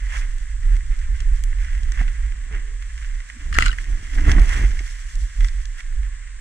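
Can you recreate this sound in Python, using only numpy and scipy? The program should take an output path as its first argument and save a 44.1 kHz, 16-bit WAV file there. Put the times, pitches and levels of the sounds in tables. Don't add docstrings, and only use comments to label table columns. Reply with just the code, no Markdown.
import sys
import numpy as np
from scipy import signal
from scipy.fft import rfft, irfft, next_fast_len
from scipy.io import wavfile
from scipy.ndimage import uniform_filter1d, map_coordinates

SR = 44100
rng = np.random.default_rng(int(sys.argv[2]) if len(sys.argv) > 2 else 0)


def to_wav(s):
    ch = np.atleast_2d(s).T
    pcm = np.round(np.clip(ch, -1, 1) * 32767)
    wavfile.write(sys.argv[1], SR, pcm.astype(np.int16))


N = 282314
TIME = np.arange(N) / SR
SWELL_DB = 18.5

# t/s, level/dB
SWAY = [(0.0, -37.5), (0.03, -21), (0.46, -23), (0.77, -15), (0.86, -20), (0.91, -10), (0.96, -32),
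        (1.05, -12.5), (1.3, -18), (1.67, -18.5), (2.07, -16), (2.12, -24.5), (2.28, -14.5), (2.32, -26),
        (3.21, -26), (3.26, -41.5), (3.51, -19.5), (3.67, -13), (3.78, -30.5), (3.94, -18), (4.01, -35.5),
        (4.19, -10.5), (4.44, -8), (4.45, -15), (4.62, -18), (4.66, -13.5), (4.87, -26.5), (5.04, -30.5),
        (5.24, -13.5), (5.33, -41), (5.4, -12.5), (5.83, -32.5), (6.01, -16), (6.1, -25.5), (6.4, -34)]
# t/s at the height, rub level/dB, thump level/dB, rise/s, fall/s
LEANS = [(.2, -55, -45, 0.13, .2), (1.44, -54, -62, 0.059, 0.063), (1.99, -49, -46, 0.35, 0.35),
         (2.34, -53.5, -41.5, 0.084, 0.21), (2.55, -40.5, -60, 0.099, 0.089), (3.47, -55, -39, 0.13, 0.39),
         (3.61, -35, -19, 0.13, 0.14), (3.93, -47.5, -33.5, 0.29, 0.37), (4.178, -33.5, -46, 0.035, 0.13),
         (4.29, -22.5, -13.5, 0.058, 0.16), (4.39, -33.5, -34, 0.085, 0.18), (4.611, -32, -17, 0.11, .13)]
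# f/Hz, level/dB
CLOTH_SPECTRUM = [(50, -31.5), (100, 6), (150, 0.5), (190, 3), (290, -2), (350, -5), (430, -7.5),
                  (520, -18), (740, -17.5), (1100, -16.5), (2000, -11.5), (5000, -92)]
# f/Hz, level/dB
GRIT_SPECTRUM = [(250, -25), (500, -4), (720, 10.5), (950, -7.5), (1500, -19.5), (4000, -49)]


def amp(db):
    return 10 ** (np.asarray(db) / 20)


def unit(x):
    return x / np.sqrt(np.mean(x ** 2) + 1e-20)


def unit_peak(x):
    return x / np.abs(x).max()


def along(points, hz):
    f, values = np.transpose(points)
    return np.interp(np.log(hz + 1), np.log(f + 1), values)


def curves(rows):
    times, *columns = np.transpose(rows)
    return [np.interp(TIME, times, column) for column in columns]


def wobble(rate):
    return map_coordinates(rng.standard_normal(int(N * rate / SR) + 4), [TIME * rate])


def coloured(x, gain_db):
    n = x.shape[-1]
    size = 2 * next_fast_len(n // 2 + 4096, True)
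    cepstrum = irfft(np.log(amp(gain_db(np.fft.rfftfreq(size, 1 / SR)))), size)
    cepstrum[1:size // 2] *= 2
    cepstrum[size // 2 + 1:] = 0
    return irfft(rfft(x, size) * np.exp(rfft(cepstrum)), size)[..., :n]


def shaped(x, spectrum):
    return coloured(x, lambda hz: along(spectrum, hz))


def treble(hz, edge_hz):
    return 1 - 1 / (1 + (hz / edge_hz) ** 6)


def resonant_noise(hz, width, size):
    f = np.fft.rfftfreq(size, 1 / SR)
    return unit(irfft(rfft(rng.standard_normal(size)) / (1 + ((f - hz) / (width * hz)) ** 2), size))


def crackle(per_second, spread_db):
    sizes = amp(spread_db * np.minimum(rng.standard_normal(N), 2)) * rng.choice([-1, 1], N)
    return unit(sizes * (rng.random(N) < per_second / SR))


def crackle_pair(per_second, spread_db, apart_db):
    separate = np.array([crackle(per_second, spread_db) for side in range(2)])
    return crackle(per_second, spread_db) + amp(apart_db) * separate


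def swell(s, db, rise, fall):
    gain = np.zeros(N)
    near = slice(*np.searchsorted(TIME, [s - 2 * rise, s + 2 * fall]))
    away = np.maximum((s - TIME[near]) / rise, (TIME[near] - s) / fall)
    gain[near] = amp(db - SWELL_DB * away ** 0.98)
    return gain


def power_sum(gains):
    return np.sqrt(sum(gain ** 2 for gain in gains))


def add(track, s, sound):
    part = track[:, max(round(s * SR), 0):][:, :sound.shape[-1]]
    part += sound[..., :part.shape[-1]]


def panned(x, right_db):
    return x * amp([[-right_db], [right_db]])


def ports(pair, left_lag_ms):
    # f/Hz, level/dB
    left_response = [(200, -23), (520, -21.5), (720, -15.5), (1150, -8), (1450, -5.5), (2000, 5.5),
                     (2500, -8), (2850, 1), (3900, -18), (4800, -19), (7000, -11.5), (7800, -12),
                     (11000, -31.5), (15000, -50)]
    right_response = [(200, -25.5), (570, -21), (950, -11), (1220, -7), (1650, 6.5), (2050, 6.5),
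                      (2600, -5), (3300, -3.5), (3900, -16), (5900, -10.5), (8100, -21), (9600, -20.5),
                      (11000, -35), (15000, -41)]
    half_lag = round(left_lag_ms * SR / 2000)
    left = np.roll(shaped(pair[0], left_response), half_lag)
    right = np.roll(shaped(pair[1], right_response), -half_lag)
    return np.array([left, right])


def hiss(level_db=-48.5):
    # f/Hz, level/dB
    hush_spectrum = [(100, 5), (300, -12), (450, -13), (880, -20), (1080, -3), (1350, -10.5), (1700, 2.5),
                     (2020, -2), (2400, -9.5), (4100, -13), (6000, -9.5), (7900, -3), (9200, -13),
                     (11000, -80)]
    # f/Hz, correlation coefficient
    coherence = [(100, 0.15), (300, -0.38), (600, -0.3), (1100, -0.095), (1500, 1), (2100, 0.95), (3000, 1),
                 (4800, -0.83), (7000, -0.29), (9000, 0.082)]
    likeness = lambda hz: np.clip(along(coherence, hz), -0.95, 0.95)
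    mid, side = shaped(rng.standard_normal((2, N)), hush_spectrum)
    mid = coloured(mid, lambda hz: 10 * np.log10(1 + likeness(hz)))
    side = coloured(side, lambda hz: 10 * np.log10(1 - likeness(hz)))
    return amp(level_db) * unit(np.array([mid + side, mid - side]))


def rumble(mount_hz=41, cutoff_hz=53, flutter_db=5, loose_db=-8):
    # f/Hz, level/dB
    loose_spectrum = [(10, -19.5), (22, 6), (33, -6), (43, -1), (54, -9.5), (66, -10), (80, -24), (95, -29),
                      (125, -30.5), (165, -61), (230, -53), (500, -100)]
    sway = amp(curves(SWAY)[0])
    wandering_hz = mount_hz * np.exp(0.3 * wobble(40))
    bouts = amp(-flutter_db * np.abs(wobble(22)) ** 1.07)
    rocking = np.sin(2 * np.pi * np.cumsum(wandering_hz) / SR) * bouts
    lowpass = signal.butter(4, cutoff_hz, fs=SR, output="sos")
    rocking = signal.sosfiltfilt(lowpass, sway * unit(rocking))
    noise = rng.standard_normal(N) + 0.19 * rng.standard_normal((2, N))
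    shifting = amp(loose_db) * uniform_filter1d(sway, size=6000) * unit(shaped(noise, loose_spectrum))
    return panned(rocking + shifting, right_db=2)


def shove(level_db=-1):
    # f/Hz, level/dB
    thump_spectrum = [(30, -10), (58, 8), (78, 1.5), (92, -2), (125, -15.5), (170, -22), (400, -65.5)]
    pressure = power_sum(swell(s, db, rise, fall) for s, _, db, rise, fall in LEANS)
    return amp(level_db) * pressure * unit(shaped(rng.standard_normal(N), thump_spectrum))


def bumps(mount_hz=38, attack_s=0.008, ring_t60=0.18, rub_t60=0.042, grit_db=-12):
    # t/s, thud level/dB, rub level/dB
    jolts = [(.25, -41, -43), (.595, -9, -54), (.66, -12, -59), (.738, -9.5, -52), (.875, -12, -58),
             (1.105, -19, -57), (1.213, -8.5, -57), (1.315, -9, -59), (1.515, -18, -60), (1.60, -19, -57),
             (1.765, -15, -60), (1.83, -12, -60), (1.97, -12.5, -60), (2.009, -16, -22), (2.533, -14, -53),
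             (4.276, -12, -29), (4.381, -12, -17), (4.411, -6.5, -46), (4.645, -2.5, -40),
             (4.804, -25, -32.5), (5.386, -9, -66), (5.44, -13, -62), (5.99, -14, -56)]
    out, t = np.zeros((2, N)), np.arange(SR // 3) / SR
    onset = 1 - np.exp(-(t / attack_s) ** 2)
    thud = np.sin(2 * np.pi * mount_hz * t) * amp(-60 * t / ring_t60) * onset
    for s, thud_db, rub_db in jolts:
        drag = rng.standard_normal((2, len(t))) * amp(-60 * t / rub_t60)
        rub = unit_peak(shaped(drag[0], CLOTH_SPECTRUM))
        grit = unit_peak(shaped(drag, GRIT_SPECTRUM))
        add(out, s, amp(thud_db) * thud + amp(rub_db) * (rub + amp(grit_db) * grit))
    return panned(out, right_db=1.5)


def cloth(level_db=-1, sway_db=-50, catch_db=2.5, grit_db=-15):
    slips = unit(shaped(crackle_pair(per_second=900, spread_db=6.5, apart_db=-8.5), CLOTH_SPECTRUM))
    grit = unit(shaped(crackle_pair(per_second=700, spread_db=4, apart_db=9.5), GRIT_SPECTRUM))
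    leaning = power_sum(swell(s, db, rise, fall) for s, db, _, rise, fall in LEANS)
    swaying = amp(curves(SWAY)[0] + sway_db + catch_db * wobble(19))
    return amp(level_db) * (slips * power_sum([leaning, swaying]) + amp(grit_db) * grit * leaning)


def creaks(level_db=-4):
    # t/s, level/dB, f/Hz, duration/s
    strap_slips = [(2.01, -51, 330, 0.018), (2.543, -38.5, 410, 0.055), (2.707, -46.5, 413, 0.17),
                   (3.366, -37, 241, 0.043), (3.416, -44, 300, 0.042), (3.917, -43.5, 300, 0.094),
                   (4.21, -28.5, 277, 0.13), (4.276, -21, 277, 0.05), (4.377, -19, 277, 0.057)]
    out, t = np.zeros((2, N)), np.arange(SR // 2) / SR - 0.25
    for s, db, hz, duration in strap_slips:
        groan = resonant_noise(hz, width=0.12, size=len(t)) * np.exp(-(2 * t / duration) ** 2)
        add(out, s + t[0], amp(db + level_db) * unit_peak(groan))
    return out


def wading(stir_depth_db=2.2, stir_rate=22):
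    # t/s at the height, body level/dB, crisp level/dB, rise/s, fall/s
    sweeps = [(.155, -30, -41.5, 0.14, 0.15), (1.66, -43, -55.5, 0.3, 0.72),
              (1.997, -34, -46.5, 0.074, 0.072), (2.2, -45.5, -58.5, 1, 0.55),
              (2.55, -36, -63, 0.048, 0.082), (3.05, -49, -53.5, 0.56, 0.18),
              (3.85, -46.5, -52.5, 0.52, 0.45), (4.18, -38, -46, 0.26, 0.1), (4.295, -27, -40, 0.12, 0.14),
              (4.545, -27.5, -36.5, 0.25, 0.2), (4.85, -44, -49, 0.73, 0.8), (5.435, -43, -46.5, 0.19, 0.2),
              (5.8, -41, -48, 0.087, 0.044)]
    # t/s, body level/dB, crisp level/dB
    stirring = [(0, -51, -55.5), (.55, -51, -59.5), (1.1, -48, -57), (2.1, -59, -58.5), (2.6, -53.5, -71),
                (3.3, -46.5, -53.5), (5.2, -55.5, -52), (6, -50.5, -61.5), (6.4, -54, -83)]
    stir_body, stir_crisp = amp(np.array(curves(stirring)) + stir_depth_db * wobble(stir_rate))
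    body = [swell(s, db, rise, fall) for s, db, _, rise, fall in sweeps] + [stir_body]
    crisp = [swell(s, db, rise, fall) for s, _, db, rise, fall in sweeps] + [stir_crisp]
    return 20 * np.log10([power_sum(body), power_sum(crisp)])


def rustle(body_db=-1, ticks_db=-6, husk_db=-47, air_db=4, flicker_db=1.5):
    # f/Hz, level/dB
    husk_spectrum = [(200, -39), (550, -11), (800, -7), (1050, -1.5), (1400, -5), (3000, -70)]
    body_level, crisp_level = wading()
    body = ports(crackle_pair(per_second=2200, spread_db=2.5, apart_db=-10.5), left_lag_ms=0.51)
    body = coloured(body, lambda hz: -35 * treble(hz, 4580))
    crisp = ports(crackle_pair(per_second=1600, spread_db=3, apart_db=1), left_lag_ms=0.5)
    crisp = coloured(crisp, lambda hz: 35 * (treble(hz, 2640) - 1) + air_db * treble(hz, 11000))
    ticks = ports(crackle_pair(per_second=70, spread_db=4, apart_db=-8), left_lag_ms=0.5)
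    blades = amp(body_level + body_db + flicker_db * wobble(45)) * unit(body)
    blades += amp(crisp_level + flicker_db * wobble(45)) * unit(crisp)
    blades += amp(np.minimum(body_level, -42) + ticks_db) * unit(ticks)
    push = amp(1.45 * (body_level + 31.5) + husk_db)
    husks = unit(shaped(crackle_pair(per_second=1500, spread_db=2, apart_db=9), husk_spectrum))
    return blades + panned(push * husks, right_db=3.5)


def snaps(splinter_db=-4, lift_hz=3060, tilt_hz=5030):
    # t/s, level/dB, treble lift/dB, top tilt/(dB per octave), splinter t60/s
    fractures = [(0.383, -14.5, 9.0, 7, 0.012), (0.765, -6, -1, 7, 0.023), (0.806, -8, -4.5, -3.5, 0.02),
                 (0.989, -15.5, 12.5, 2, 0.025), (1.2031, -6, 11.5, -0.5, 0.028),
                 (1.4371, -6.5, 11.5, 9.0, 0.012), (1.5285, -5.5, -16, 0.0, 0.019),
                 (1.646, -2.5, 0.0, -4, 0.034), (1.683, -7.5, -9.0, -1, 0.03),
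                 (1.832, -15, 17.0, -6, 0.025), (1.9192, -2, 11, -0.5, 0.016), (1.973, 4.0, -16, 4, 0.035),
                 (1.991, 2.5, -15, 5, 0.032), (2.002, 1, -9.0, 0, 0.035), (2.0788, 1.5, -5, -2.0, 0.023),
                 (2.3205, -7, -3, 3.0, 0.016), (2.823, -5.5, 2, 4, 0.027), (2.977, -6.5, 4.5, -5.0, 0.023),
                 (3.045, -4.5, -1.0, -9, 0.02), (3.203, -4, 0.0, -7, 0.02), (3.298, 0.5, -5.0, -3.0, 0.029),
                 (3.7838, 5.5, -8, 5, 0.035), (3.799, -5, -4, 3, 0.032), (4.181, 4.5, -14, 3, 0.045),
                 (4.207, -5, 3, 4, 0.027), (4.294, 6.5, -0.5, -3, 0.029), (4.3157, 7, 13.5, -6.5, 0.022),
                 (4.363, 6, -14.0, 0, 0.04), (4.382, 7, -15, 3.5, 0.018), (4.395, 0, 7, -1, 0.02),
                 (4.417, -6.0, 3, 15, 0.0142), (4.492, 4.5, 1, 3, 0.028), (4.541, -1, -11.0, 2, 0.03),
                 (4.563, 0, -2, 2, 0.03), (4.79, -0.5, 7, -8.5, 0.039), (5.154, -17, 20, 3, 0.015),
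                 (5.406, 0.5, 1, 0.0, 0.025), (5.445, 2, 6, -3, 0.025), (5.484, -8, 14, -8, 0.02),
                 (5.654, -12.5, 20, -9, 0.015), (5.7911, -8, 7.5, -5, 0.02), (5.804, -0.5, 0.0, -4, 0.023)]
    out, t = np.zeros((2, N)), np.arange(SR // 10) / SR
    for s, db, lift_db, tilt_db, t60 in fractures:
        fibres = rng.standard_normal(len(t)) + 0.36 * rng.standard_normal((2, len(t)))
        burst = (t == 0) + amp(splinter_db - 60 * t / t60) * fibres
        burst /= np.linalg.norm(burst, axis=1, keepdims=True)
        snap = ports(np.pad(burst, ((0, 0), (32, 0))), left_lag_ms=0.5)
        colour = lambda hz: lift_db * treble(hz, lift_hz) + tilt_db * np.log2(np.maximum(hz / tilt_hz, 1))
        add(out, s, amp(db) * coloured(snap, colour))
    return out


def stalk_grip(touch_s=3.527, attack_s=0.023, bite_s=3.605, rise_s=0.086, hold_s=0.063, fall_s=0.058):
    away = np.maximum((bite_s - TIME) / rise_s, (TIME - bite_s - hold_s) / fall_s)
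    judder_db = 2 * wobble(260)
    contact = np.clip((TIME - touch_s) / attack_s, 0, 1)
    return contact * amp(-29.5 - SWELL_DB * np.maximum(away, 0) + judder_db)


def stalk(ring_db=-10, drift_rad=0.089, crack_lift_db=3):
    # f/Hz, level/dB
    case_response = [(300, -0.5), (800, -12.5), (1050, 2), (1350, 7.5), (1700, -9), (2300, -2.5),
                     (2900, 1.5), (3500, -1.5), (4300, 9.5), (6000, -3.5), (7200, 0), (14000, -1)]
    # t/s, level/dB, ring f/Hz, t60/s, crack level over the ring/dB
    strikes = [(3.5265, -18, 1720, 0.034, 0.5), (3.541, -19, 6900, 0.03, 2), (3.547, -16.5, 5330, .018, -1),
               (3.553, -16, 1840, 0.054, -9), (3.5657, -13, 1750, 0.035, -6), (3.570, -16, 1720, .04, -14),
               (3.5865, 4, 1660, 0.0032, 0), (3.5928, -23, 1450, .035, -9), (3.599, -15, 7000, .014, 2),
               (3.6056, -12, 1370, 0.019, -2), (3.6103, -17, 7600, .025, 0),
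               (3.6233, -4.5, 2120, 0.013, -6), (3.6243, -8, 2630, .012, -9), (3.630, -17, 1870, .03, -6),
               (3.657, -12, 7300, 0.028, 0), (3.6616, -6, 7740, .018, -4), (3.664, -11, 1400, 0.042, -6),
               (3.6813, -12, 4000, 0.032, -1), (3.693, -16, 1500, .04, -14), (3.7055, -23, 3900, .035, -4),
               (3.7145, -23, 2900, .035, 0), (3.7285, -20, 1810, .04, -2)]
    through_case = lambda pair: shaped(ports(pair, left_lag_ms=-0.6), case_response)
    scrape = through_case(crackle_pair(per_second=3200, spread_db=3.5, apart_db=4))
    out, t = unit(scrape) * stalk_grip(), np.arange(SR // 10) / SR
    for s, db, hz, t60, crack_db in strikes:
        wander = np.cumsum(drift_rad * rng.standard_normal(len(t)))
        crack = coloured(rng.standard_normal((2, len(t))), lambda f: crack_lift_db * treble(f, 3900))
        ring = np.sin(2 * np.pi * hz * t + wander) + amp(crack_db) * crack
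        blow = 2 * (t == 0) + ring * amp(ring_db - 60 * t / t60)
        clack = through_case(np.pad(blow, ((0, 0), (24, 0))))
        add(out, s, amp(db) * unit_peak(clack))
    return panned(out, right_db=-1.5)


def knock(s=3.5865, level_db=-7, attack_s=0.00015):
    # f/Hz, level/dB, t60/s, left over right/dB
    shell_modes = [(566, -23, .007, 17), (1185, -7.5, 0.01, -6), (1380, -4.5, 0.0032, 0),
                   (1945, 8, 0.0095, 15)]
    out, t = np.zeros((2, N)), np.arange(SR // 20) / SR
    onset = 1 - np.exp(-t / attack_s)
    for hz, db, t60, left_db in shell_modes:
        ring = np.sin(2 * np.pi * hz * t) * onset * amp(level_db + db - 60 * t / t60)
        add(out, s, panned(ring, right_db=-left_db / 2))
    return out


def scene():
    mount = rumble() + shove() + cloth() + bumps() + creaks()
    return mount + rustle() + snaps() + stalk() + knock() + hiss()


def record(dry, top_hz=15300):
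    size = next_fast_len(N + 4096)
    passband = np.fft.rfftfreq(size, 1 / SR) < top_hz
    return irfft(rfft(np.clip(dry, -1, 1), size) * passband, size)[:, :N]


dry = scene()
out = record(dry)
to_wav(out)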